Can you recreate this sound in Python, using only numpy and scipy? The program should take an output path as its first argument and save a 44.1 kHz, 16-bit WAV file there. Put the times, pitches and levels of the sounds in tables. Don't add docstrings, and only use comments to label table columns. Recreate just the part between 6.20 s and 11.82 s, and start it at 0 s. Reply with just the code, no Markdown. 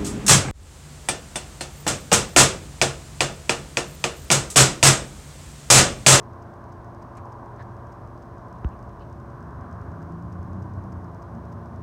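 import sys
import numpy as np
from scipy import signal
from scipy.fft import rfft, irfft
from scipy.io import wavfile

SR = 44100
rng = np.random.default_rng(int(sys.argv[2]) if len(sys.argv) > 2 else 0)


def put_to_file(sound):
    columns = np.atleast_2d(sound).T
    safe = np.clip(columns, -1, 1)
    whole_steps = np.round(safe * 32767)
    wavfile.write(sys.argv[1], SR, whole_steps.astype(np.int16))


N = 247842
TIME = np.arange(N) / SR


def snap(at_s, peak_db, hz, t60_s=.0067, width_hz=3800):
    age = TIME[:SR // 20]
    burst = rng.standard_normal(len(age)) * np.exp(-np.log(1000) * age / t60_s)
    burst = band(burst, hz, width_hz)
    out, start = np.zeros(N), round(at_s * SR)
    out[start:start + len(age)] = from_db(peak_db) * burst / np.abs(burst).max()
    return out


def crunch(bite_s=.9708, peak_db=-49, bite_hz=8600, fibre_hz=5800, gap_s=.0026, loss_db=2):
    out = snap(bite_s - .0108, peak_db - 6, fibre_hz) + snap(bite_s, peak_db, bite_hz)
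    for k, (late, pitch) in enumerate(rng.uniform(-.82, 1, (6, 2))):
        at_s = bite_s + gap_s * (k + 1 + .3 * late)
        out += snap(at_s, peak_db - loss_db * k, fibre_hz * 2 ** (.2 * pitch))
    return out


# (time [s], body level [dB], body centre [Hz], body width [Hz], half length [s], rasp level [dB])
LEAF_RUBS = [(.979, -57.5, 2150, 900, .014, -66), (1.408, -47.5, 1660, 360, .018, -64),
             (2.526, -62, 2620, 400, .012, -80), (2.817, -61.5, 2860, 380, .017, -67.5)]

def scuffs(grain_db=2, rasp_hz=3900, rasp_width_hz=1300):
    out, grain = np.zeros(N), from_db(grain_db * drift(250))
    for at_s, body_db, hz, width_hz, half_s, rasp_db in LEAF_RUBS:
        rub = rng.standard_normal(N) * grain
        body = from_db(body_db) * rms_one(band(rub, hz, width_hz))
        rasp = from_db(rasp_db) * rms_one(band(rub, rasp_hz, rasp_width_hz))
        out += (body + rasp) * swell(at_s, half_s)
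    return out


# (frequency [Hz], relative level [dB])
CASE_SPECTRUM = [(300, -15), (900, 3), (1400, 3.5), (2100, -12.5), (2900, -7), (3300, -19), (3800, -19),
                 (4400, -38), (6000, -29), (10000, -52)]

def bump(at_s=2.4472, low_hz=62, glide_hz=370, glide_s=.0024, rise_s=.0014, length_s=.032, ring_t60_s=.066):
    age = np.maximum(TIME - at_s, 0)
    cycles = low_hz * age + glide_hz * glide_s * (1 - np.exp(-age / glide_s))
    envelope = (1 - np.exp(-age / rise_s)) * np.exp(-(age / length_s) ** 4)
    thud = np.sin(2 * np.pi * cycles) * envelope
    touch = signal.unit_impulse(N, round((at_s - .00091) * SR))
    tap = colour(touch, CASE_SPECTRUM)
    ring = noise(CASE_SPECTRUM) * (age > 0) * np.exp(-np.log(1000) * age / ring_t60_s)
    return from_db(-17.5) * thud + from_db(-27) * tap / np.abs(tap).max() + from_db(-52) * ring


def handling(level_db=-41):
    shake = band(rng.standard_normal(N), hz=58, width_hz=25)
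    return from_db(level_db) * rms_one(shake) * swell(at_s=2.7, half_s=.14)


# (frequency [Hz], relative level [dB])
TICK_SPECTRUM = [(1500, -13.5), (3000, -8), (4200, -17), (4750, 0.5), (5250, 3.5), (5700, -2.5),
                 (6300, 2.5), (7100, -6), (7700, -5), (9600, -14), (10400, -29), (12000, -11), (14300, -24),
                 (15300, -18.5)]
# (time [s], relative level [dB])
TICK_TREND = [(0, -0.5), (1, 1), (2.1, -0.7), (3.3, -1), (4.3, 0.8), (5.62, -0.5)]

def ticks(fast_period_s=.1024, slow_period_s=.3, fast_db=-50.5, slow_db=-47, busy_s=.057, early_s=.005):
    slow = np.arange(.228, TIME[-1], slow_period_s)
    fast = np.arange(.0318, TIME[-1], fast_period_s)
    since_slow = (fast - slow[0] + early_s) % slow_period_s - early_s
    paired = since_slow < busy_s
    fast = np.where(paired, fast - since_slow - early_s, fast)
    clicks = np.zeros(N)
    for times, db in ((fast, fast_db + 2 * paired), (slow, slow_db)):
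        spread_db = .8 * rng.standard_normal(len(times))
        clicks[np.round(times * SR).astype(int)] = from_db(db + spread_db)
    unit_peak = np.abs(colour(signal.unit_impulse(N), TICK_SPECTRUM)).max()
    return colour(clicks * from_db(in_time(TICK_TREND)), TICK_SPECTRUM) / unit_peak


# (time [s], engine cycle rate [Hz])
ENGINE_SPEED = [(0, 15), (1.6, 16.3), (2.6, 18.5), (3.1, 22.5), (3.6, 25.2), (4.05, 28.7), (4.6, 32.5),
                (4.74, 31.2), (4.95, 26), (5.17, 28.4), (5.62, 29.3)]
# (multiple of the cycle rate [-], level in lower gear [dB], level in higher gear [dB])
ORDER_BALANCE = [(2, -16, -9), (2.5, -10.5, 1), (3, 0.5, -2), (3.5, -12.5, -1), (4, -2, -4.5),
                 (5, -10, -2.5), (6, 0, -3), (7, -7.5, -6.5), (8, -13, 1.5), (10, -6, -15)]
# (frequency [Hz], gain [dB])
EXHAUST_PIPE = [(35, -19), (55, -5.5), (75, -4.5), (92, -0.5), (125, -2.5), (145, -6.5), (175, -0.5),
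                (195, -6.5), (215, -8), (238, -5.5), (265, -8), (310, -9), (400, -19)]

def car(cruise_hz=14.9, cruise_db=-52.3, db_per_octave=13.5, ease_s=4.72, ease_db=4.8, gear_change_s=4.95):
    revs = in_time(ENGINE_SPEED)
    phase = 2 * np.pi * np.cumsum(revs * (1 + .0085 * drift(12.14))) / SR
    eased = .5 + .5 * np.tanh((TIME - ease_s) / .2)
    shifted = .5 + .5 * np.tanh((TIME - gear_change_s) / .096)
    level_db = cruise_db + db_per_octave * np.log2(revs / cruise_hz) - ease_db * eased
    out = from_db(level_db - 2.5) * rumble()
    for multiple, low_gear_db, high_gear_db in ORDER_BALANCE:
        order_db = low_gear_db + shifted * (high_gear_db - low_gear_db)
        pipe_db = at_hz(EXHAUST_PIPE, multiple * revs)
        flutter_db = 3 * drift(7.7)
        out += tone(multiple * phase + 2 * np.pi * rng.random(), level_db + order_db + pipe_db + flutter_db)
    return out


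# (frequency [Hz], rms level [dB])
MACHINE_TONES = [(120, -47.2), (346.8, -54), (405.9, -62), (567.6, -59), (693.8, -60.5)]

def machine_hum(waver_db=1.6, wander_rad=.22):
    out = np.zeros(N)
    for hz, db in MACHINE_TONES:
        level_db = db + waver_db * drift(3.6)
        phase = 2 * np.pi * (hz * TIME + rng.random()) + wander_rad * drift(3.7)
        out += tone(phase, level_db)
    return out


# (frequency [Hz], relative level [dB])
RUMBLE_SPECTRUM = [(15, -58), (32, -14), (45, -4.5), (60, -1.5), (85, 6), (105, 2.5), (140, -3.5),
                   (200, -2), (235, -1), (280, -5.5), (340, -7.5), (450, -43.5), (2000, -80.5)]

def rumble():
    return noise(RUMBLE_SPECTRUM)


# (frequency [Hz], relative level [dB])
TYRE_SPECTRUM = [(200, -13.5), (320, -7), (370, -3), (430, 2.5), (510, -3.5), (640, 2.5), (780, 0),
                 (850, -2), (1020, 4), (1150, 0.5), (1300, -7.5), (1550, -7.5), (1800, -16.5),
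                 (2100, -23.5), (3000, -38), (8000, -73.5)]
# (time [s], half length [s], top rms level [dB], centre [Hz], width [Hz])
PASSING_VEHICLES = [(1.16, 0.35, -46.5, 920, 260), (2.4, .3, -51, 1000, 300),
                    (3.514, 0.44, -48.3, 1430, 650)]

def traffic(rumble_db=-46, tyres_db=-46, waver_db=.5):
    out = from_db(rumble_db) * rumble()
    out += from_db(tyres_db + waver_db * drift(1.9)) * noise(TYRE_SPECTRUM)
    for at_s, half_s, db, hz, width_hz in PASSING_VEHICLES:
        tyres = rms_one(resonance(noise(TYRE_SPECTRUM), hz, width_hz))
        out += from_db(db) * tyres * swell(at_s, half_s)
    return out


# (frequency [Hz], relative level [dB])
HISS_SPECTRUM = [(1500, 1), (3000, 0), (4600, -2), (5400, -0.5), (6400, -1.5), (7200, -8), (8600, -5.5),
                 (9700, -8), (10400, -13.5), (11600, -10), (13500, -12), (15800, -13)]

def microphone_hiss(hiss_db=-70, whine_hz=4040, whine_db=-90):
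    return from_db(hiss_db) * noise(HISS_SPECTRUM) + tone(2 * np.pi * whine_hz * TIME, whine_db)


def from_db(db):
    return 10 ** (np.asarray(db) / 20)


def rms_one(x):
    return x / np.sqrt(np.mean(x ** 2) + 1e-20)


def tone(phase, rms_db):
    return np.sqrt(2) * from_db(rms_db) * np.sin(phase)


def swell(at_s, half_s):
    return np.exp(-((TIME - at_s) / half_s) ** 2)


def in_time(curve):
    return np.interp(TIME, *np.transpose(curve))


def at_hz(spectrum, hz):
    known_hz, db = np.transpose(spectrum)
    return np.interp(np.log(np.maximum(hz, 1)), np.log(known_hz), db)


def colour(x, spectrum, size=2 ** 18):
    bin_hz = np.arange(size // 2 + 1) * SR / size
    cepstrum = irfft(np.log(from_db(at_hz(spectrum, bin_hz))))
    cepstrum[1:size // 2] *= 2
    cepstrum[size // 2 + 1:] = 0
    return irfft(rfft(x, size) * np.exp(rfft(cepstrum)))[:N]


def noise(spectrum):
    return rms_one(colour(rng.standard_normal(N), spectrum))


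def drift(rate_hz, step=40, settle=2000):
    pole = np.exp(-2 * np.pi * rate_hz * step / SR)
    white = rng.standard_normal(N // step + settle + 2)
    slow = signal.lfilter([1], [1, -2 * pole, pole ** 2], white)[settle:]
    return np.interp(np.arange(N) / step, np.arange(len(slow)), rms_one(slow))


def resonance(x, hz, width_hz):
    radius = np.exp(-np.pi * width_hz / SR)
    feedforward = np.array([1, 0, -1]) * (1 - radius ** 2) / 2
    feedback = [1, -2 * radius * np.cos(2 * np.pi * hz / SR), radius ** 2]
    return signal.lfilter(feedforward, feedback, x + 1e-18)


def band(x, hz, width_hz):
    return resonance(resonance(x, hz, width_hz), hz, width_hz)


def scene():
    close = ticks() + crunch() + scuffs() + bump() + handling()
    far = car() + machine_hum() + traffic()
    return (close + far + microphone_hiss())[None]


def record(dry, cutoff_hz=15750):
    return signal.sosfilt(signal.ellip(12, .1, 80, cutoff_hz, fs=SR, output="sos"), dry)


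dry = scene()
out = record(dry)
put_to_file(out)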